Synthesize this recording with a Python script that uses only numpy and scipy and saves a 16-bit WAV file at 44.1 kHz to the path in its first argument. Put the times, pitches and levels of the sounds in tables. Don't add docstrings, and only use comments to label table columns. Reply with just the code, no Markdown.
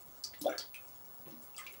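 import sys
import numpy as np
from scipy import signal
from scipy.io import wavfile
from scipy.ndimage import uniform_filter1d

SR = 44100
rng = np.random.default_rng(int(sys.argv[2]) if len(sys.argv) > 2 else 0)


def wav_out(sig):
    wavfile.write(sys.argv[1], SR, np.round(np.clip(np.atleast_2d(sig).T, -1, 1) * 32767).astype(np.int16))


def decibels_to_gain(level_db):
    exponent = np.asarray(level_db, float) / 20
    return 10 ** exponent


N = 79380


def evened(x):
    return x / np.sqrt(np.mean(x ** 2) + 1e-20)


def read(points, hz):
    f, value = np.transpose(points)
    return np.interp(np.log(hz + 1), np.log(f + 1), value)


def add(mix, s, sound):
    part = mix[round(s * SR):][:len(sound)]
    part += sound[:len(part)]


def bubble(hz, cycles, rise, attack_cycles):
    turns = np.arange(0, 7 * cycles / hz, 1 / SR) * hz
    climb = turns + .5 * rise * np.minimum(turns, 3 * cycles) * turns
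    swell = 1 - np.exp(-turns / attack_cycles)
    return swell * np.exp(-turns / cycles) * np.sin(2 * np.pi * climb)


# t/s, level/dB, bubble f/Hz, ring [cycles], tick level over the bubble/dB
DROPS = [(0.238, -30.5, 5300, 4.2, -3.5), (0.24, -31.5, 4600, 10.2, -12), (0.242, -29, 4930, 5.3, -10),
         (.2465, -33, 5750, 6.4, -15), (0.25, -39.5, 5270, 7.6, -20), (.253, -40, 6280, 6.4, -20),
         (.270, -41, 4750, 10, -15), (0.3375, -43, 1940, 4.9, -12), (0.39, -55, 7500, 23, -25),
         (.394, -51, 7700, 28, -21), (.4475, -52.5, 3340, 12, -25), (0.4664, -39.5, 3480, 15.5, -6),
         (0.4955, -50, 5780, 43, -14), (0.496, -53, 7250, 26, -27), (.530, -54.5, 3600, 16, -25),
         (0.5806, -32.5, 4430, 9, -4.5), (0.582, -20, 5360, 1.7, -13), (.5862, -40, 4600, 7.1, -8),
         (.5955, -35, 4600, 14, -20), (.611, -40, 4650, 9, -12), (.626, -43, 4400, 8, -15),
         (.598, -42, 5250, 15, -23), (0.7435, -40, 2470, 9, -5), (.751, -47, 2520, 8, -20),
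         (.760, -45.5, 2470, 14, -17), (.756, -53, 3110, 10, -20), (.484, -56, 10550, 46, -20),
         (.468, -56, 10000, 44, -20), (1.584, -46, 3300, 5.5, -5), (0.9562, -67, 3240, 15, -13),
         (1.545, -51.5, 2640, 6.2, -21), (1.5651, -45.5, 4800, 18.5, 2.5), (1.5812, -32, 8080, 8, -6.5),
         (1.590, -46.5, 2050, 34, -20), (1.584, -50.5, 1250, 13, -38), (1.593, -47, 1256, 11, -38),
         (1.574, -47, 3500, 4.3, -8), (1.645, -51.5, 3440, 4.7, -12), (1.665, -46, 2400, 8, -20),
         (1.6668, -34.5, 2590, 3.3, -6), (1.673, -47, 2320, 13, -25), (1.707, -53.5, 2280, 13, -25),
         (1.737, -52.5, 2120, 5.4, 3.5), (0.614, -47, 3900, 9.9, -30)]


def plinks():
    gain_db, pan_db = 3.0, 0.5
    ticks, rings = np.zeros(N), np.zeros(N)
    for s, db, hz, cycles, tick_db in DROPS:
        low_cut = signal.butter(4, 0.95 * hz, "high", fs=SR)
        high_cut = signal.butter(2, min(1.3 * hz, 18000), fs=SR)
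        tick = signal.lfilter(*low_cut, signal.unit_impulse(256))
        tick = signal.lfilter(*high_cut, tick)
        add(ticks, s, decibels_to_gain(db + tick_db + gain_db) * tick / abs(tick).max())
        add(rings, s, decibels_to_gain(db + gain_db) * bubble(hz, cycles, rise=0.0006, attack_cycles=0.74))
    return cave(ticks, pan_db, echo_db=0, wet_db=2.5) + cave(rings, pan_db, echo_db=-5, wet_db=-5)


# t/s, level/dB, f/Hz, ring [cycles], pitch rise [per cycle]
LARGE_BUBBLES = [(0.4132, -36, 288.6, 12.6, 0.0043), (.444, -35, 535, 3, 0.002),
                 (.4565, -18, 561, 3.93, 0.0059), (.464, -22, 680, 7.1, 0.0122),
                 (.4755, -24, 570, 6, 0.0022), (.486, -26, 700, 4.5, 0.002), (.4995, -29, 645, 4.5, 0.003),
                 (.446, -39, 270, 4, .002), (.468, -38, 390, 4.1, .002), (0.483, -42, 1420, 14, 0.0005),
                 (.494, -38, 1390, 17, .0005), (0.493, -48, 2300, 8.7, 0.0005),
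                 (.524, -40.5, 2135, 10, 0.0014), (0.5227, -38.5, 1582, 12.3, 0.0014),
                 (.536, -37.5, 1357, 7.2, 0.0009), (.505, -41.5, 1370, 13, .0005),
                 (.53, -50, 511, 13.6, 0.0027), (0.577, -47.5, 1637, 14, 0.00073),
                 (0.584, -47.5, 1320, 13, 0.0016), (.555, -52, 1630, 8.8, .001),
                 (.604, -52.5, 1380, 10, 0.0028), (1.263, -48, 345, 7.6, 0.0005),
                 (1.252, -50.5, 243, 3.1, .002), (1.258, -53, 150, 4.7, 0.0025),
                 (1.2, -52, 189.9, 1.8, .002), (1.326, -47.5, 223, 3, 0.0013),
                 (1.35, -48.5, 246, 2.5, .002), (1.385, -54.5, 213, 3, .002), (1.2, -54, 227, 2.7, .002),
                 (1.4, -59, 650, 5, 0.0015), (1.612, -50, 1057, 16.5, 0.002), (1.66, -53, 1060, 10.5, .002),
                 (1.721, -56.5, 425, 4, .002), (.413, -44.5, 181, 3.1, 0.02)]


def gulps():
    out = np.zeros(N)
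    for s, db, hz, cycles, rise in LARGE_BUBBLES:
        add(out, s, decibels_to_gain(db) * bubble(hz, cycles, rise, attack_cycles=1.24))
    return cave(out, pan_db=1.2, echo_db=-12, wet_db=-9)


# start t/s, length t/s, level/dB, first f/Hz, last f/Hz
BUBBLE_CLOUDS = [(.44, 0.06, -45, 330, 420), (.47, .13, -46, 431, 496), (0.487, .12, -42.5, 1230, 1990),
                 (0.507, .1, -48, 594, 1010), (1.254, .05, -57.5, 300, 870), (1.575, .07, -42, 2800, 1330),
                 (0.597, .07, -42, 3620, 3700), (1.70, 0.095, -60.5, 420, 490),
                 (.49, .12, -46.5, 2300, 2320), (.53, .13, -45, 1450, 1650), (1.255, 0.064, -57, 800, 950),
                 (1.29, .08, -54, 270, 230), (0.44, .05, -52.5, 730, 690)]


def froth(count=16):
    spread, fade_db, size_db = 0.22, -16, 5.6
    out = np.zeros(N)
    for s, length, db, first_hz, last_hz in BUBBLE_CLOUDS:
        for k, (late, off, size) in enumerate(rng.uniform(-1.002, 1, (count, 3))):
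            u = (k + .5 + .5 * late) / count
            hz = first_hz * (last_hz / first_hz) ** u * np.exp(spread * off)
            level = decibels_to_gain(db + fade_db * u + size_db * size)
            add(out, s + u * length, level * bubble(hz, cycles=3.7, rise=0.018, attack_cycles=0.57))
    return cave(out, pan_db=0.33, echo_db=-15, wet_db=-1.8)


# t/s, level/dB, centre f/Hz, length t/s
DROPLETS = [(.008, -59, 8740, 0.0036), (0.0604, -55, 12300, 0.0014), (0.11, -60, 8000, .001),
            (0.18, -62, 8300, 0.0024), (0.346, -64, 11900, 0.0056), (0.4135, -39.5, 11800, 0.0025),
            (.413, -45.5, 4880, 0.0037), (.81, -60, 11210, 0.0012), (0.868, -66.5, 7240, 0.024),
            (0.956, -61.5, 6668, 0.0025), (1.047, -68.5, 6225, 0.0091), (1.13, -63, 10100, 0.0018),
            (1.177, -63, 8800, 0.0017), (1.2555, -70, 2370, 0.04), (1.282, -58.5, 11000, 0.0014),
            (1.307, -67.5, 4170, 0.015), (1.384, -73, 9900, .002), (1.4216, -61.5, 9250, 0.02),
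            (1.542, -63.5, 7150, 0.0035), (1.589, -55, 5850, 0.0057), (0.338, -57, 3450, 0.007),
            (1.7255, -48, 9960, 0.00097), (0.743, -53, 10200, 0.0051)]


def spray():
    width = 0.35
    out, t = np.zeros(N), np.arange(4096) / SR
    for s, db, hz, length in DROPLETS:
        clicks = rng.standard_normal(4096) * decibels_to_gain(4.3 * rng.exponential(1, 4096))
        edges = [hz / (1 + width), min(hz * (1 + width), 20000)]
        band = signal.butter(2, edges, "band", fs=SR)
        puff = evened(signal.lfilter(*band, clicks * np.exp(-t / length)))
        add(out, s, decibels_to_gain(db) * puff * np.sqrt(length / t[-1]))
    return cave(out, pan_db=1.6, echo_db=-19, wet_db=1.5)


# delay t/s, left level/dB, right level/dB
ROCK_ECHOES = [
    (.0018, -1.5, -4),
    (.0045, -9, -8.5),
    (.0078, -9.5, 0),
    (.0125, -7, -10),
    (.018, -17, -20),
    (.024, -18, -6),
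]
# f/Hz, time to fall 60 dB t/s
TAIL_TIMES = [(200, 0.43), (700, 0.22), (2500, 0.22), (5000, 0.21), (9000, 0.16), (15000, 0.12)]


def cave(x, pan_db, echo_db, wet_db):
    same = 0.96
    shared, own = rng.standard_normal(SR // 2), rng.standard_normal((2, SR // 2))
    noise = same * shared + np.sqrt(1 - same ** 2) * own
    hz, t, z = signal.stft(noise, SR, nperseg=256)
    decay = decibels_to_gain(-60 * t / read(TAIL_TIMES, hz)[:, None])
    tail = signal.istft(z * decay, SR, nperseg=256)[1]
    tail *= np.clip(np.arange(tail.shape[1]) / SR / 0.0031 - .4, 0, 1)
    room = decibels_to_gain(wet_db) * tail / np.linalg.norm(tail[0])
    room[:, 0] += 1
    for delay, left_db, right_db in ROCK_ECHOES:
        room[:, round(delay * SR)] += decibels_to_gain(echo_db + np.array([left_db, right_db]))
    sides = decibels_to_gain(np.array([[pan_db], [-pan_db]]))
    return signal.fftconvolve(x[None], room, axes=1)[:, :N] * sides


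# f/Hz, level/dB
WATER_COLOUR = [(25, -11), (42, -15.5), (75, -8), (300, -13), (800, -11), (1300, -14), (1600, -21),
                (3300, -28.5)]
# f/Hz, level/dB
HISS_COLOUR = [(1500, -40), (3300, -29.5), (6000, -22.5), (12500, -27.5), (14100, -31), (14500, -66)]
# f/Hz, likeness [-1 to 1]
SIDE_LIKENESS = [(60, 1), (180, 0.26), (550, 0.65), (1650, 0.85), (4970, 0.66), (15000, 0.18)]


def murmur():
    frames, hz = N // 256 + 5, np.fft.rfftfreq(1024, 1 / SR)
    a, b, c, d, patches = rng.standard_normal((frames, 513, 5)).T
    patches = uniform_filter1d(patches, size=14, axis=0)
    patches = evened(uniform_filter1d(patches, size=10, axis=1))
    flicker = evened(uniform_filter1d(rng.standard_normal(frames), size=5))
    same = read(SIDE_LIKENESS, hz)[:, None]
    left = a + 1j * b
    right = same * left + np.sqrt(1 - same ** 2) * (c + 1j * d)
    water_db = read(WATER_COLOUR, hz) - 23 * (hz > 4000) * np.log2(hz / 4000 + 1e-9)
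    colour = np.hypot(decibels_to_gain(water_db), decibels_to_gain(read(HISS_COLOUR, hz)))
    z = np.array([left, right]) * colour[:, None] * decibels_to_gain(1.34 * patches + 1.03 * flicker)
    return decibels_to_gain(-61) * evened(signal.istft(z, nperseg=1024, noverlap=768)[1][:, :N])


# t/s, level/dB, left over right level/dB, left lag [rad]
WHINE_DRIFT = [
    (0, -55.5, .8, 1.15),
    (.25, -55.5, 0, 1),
    (.38, -54.5, .6, .9),
    (.55, -54.5, 1, .6),
    (.72, -53.5, 6, .33),
    (.95, -55, 6.5, .45),
    (1.2, -53, 5.5, 0.36),
    (1.35, -54.5, 5.5, .45),
    (1.55, -54.5, 5, 0.32),
    (1.8, -54.5, 3, .33),
]


def whine():
    whine_hz, waver_hz = 15684.5, .45
    s, db, pan_db, lag = np.transpose(WHINE_DRIFT)
    t = np.arange(N) / SR
    waver = uniform_filter1d(rng.standard_normal(N), size=2500)
    waver = evened(uniform_filter1d(waver, size=2500))
    sides = np.array([[.5], [-.5]])
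    phase = 2 * np.pi * np.cumsum(whine_hz + waver_hz * waver) / SR
    tone = np.sqrt(2) * np.sin(phase - sides * np.interp(t, s, lag))
    return tone * decibels_to_gain(np.interp(t, s, db) + sides * np.interp(t, s, pan_db))


def scene():
    return plinks() + gulps() + froth() + spray() + murmur() + whine()


def top_cut(x):
    return signal.sosfilt(signal.butter(12, 17170, fs=SR, output="sos"), x)


def record(dry):
    edge_hz = 15950
    low_pass = signal.firwin(801, edge_hz, window=("kaiser", 9), fs=SR)
    mix = signal.oaconvolve(dry, low_pass[None], "same")
    return top_cut(mix)


dry = scene()
out = record(dry)
wav_out(out)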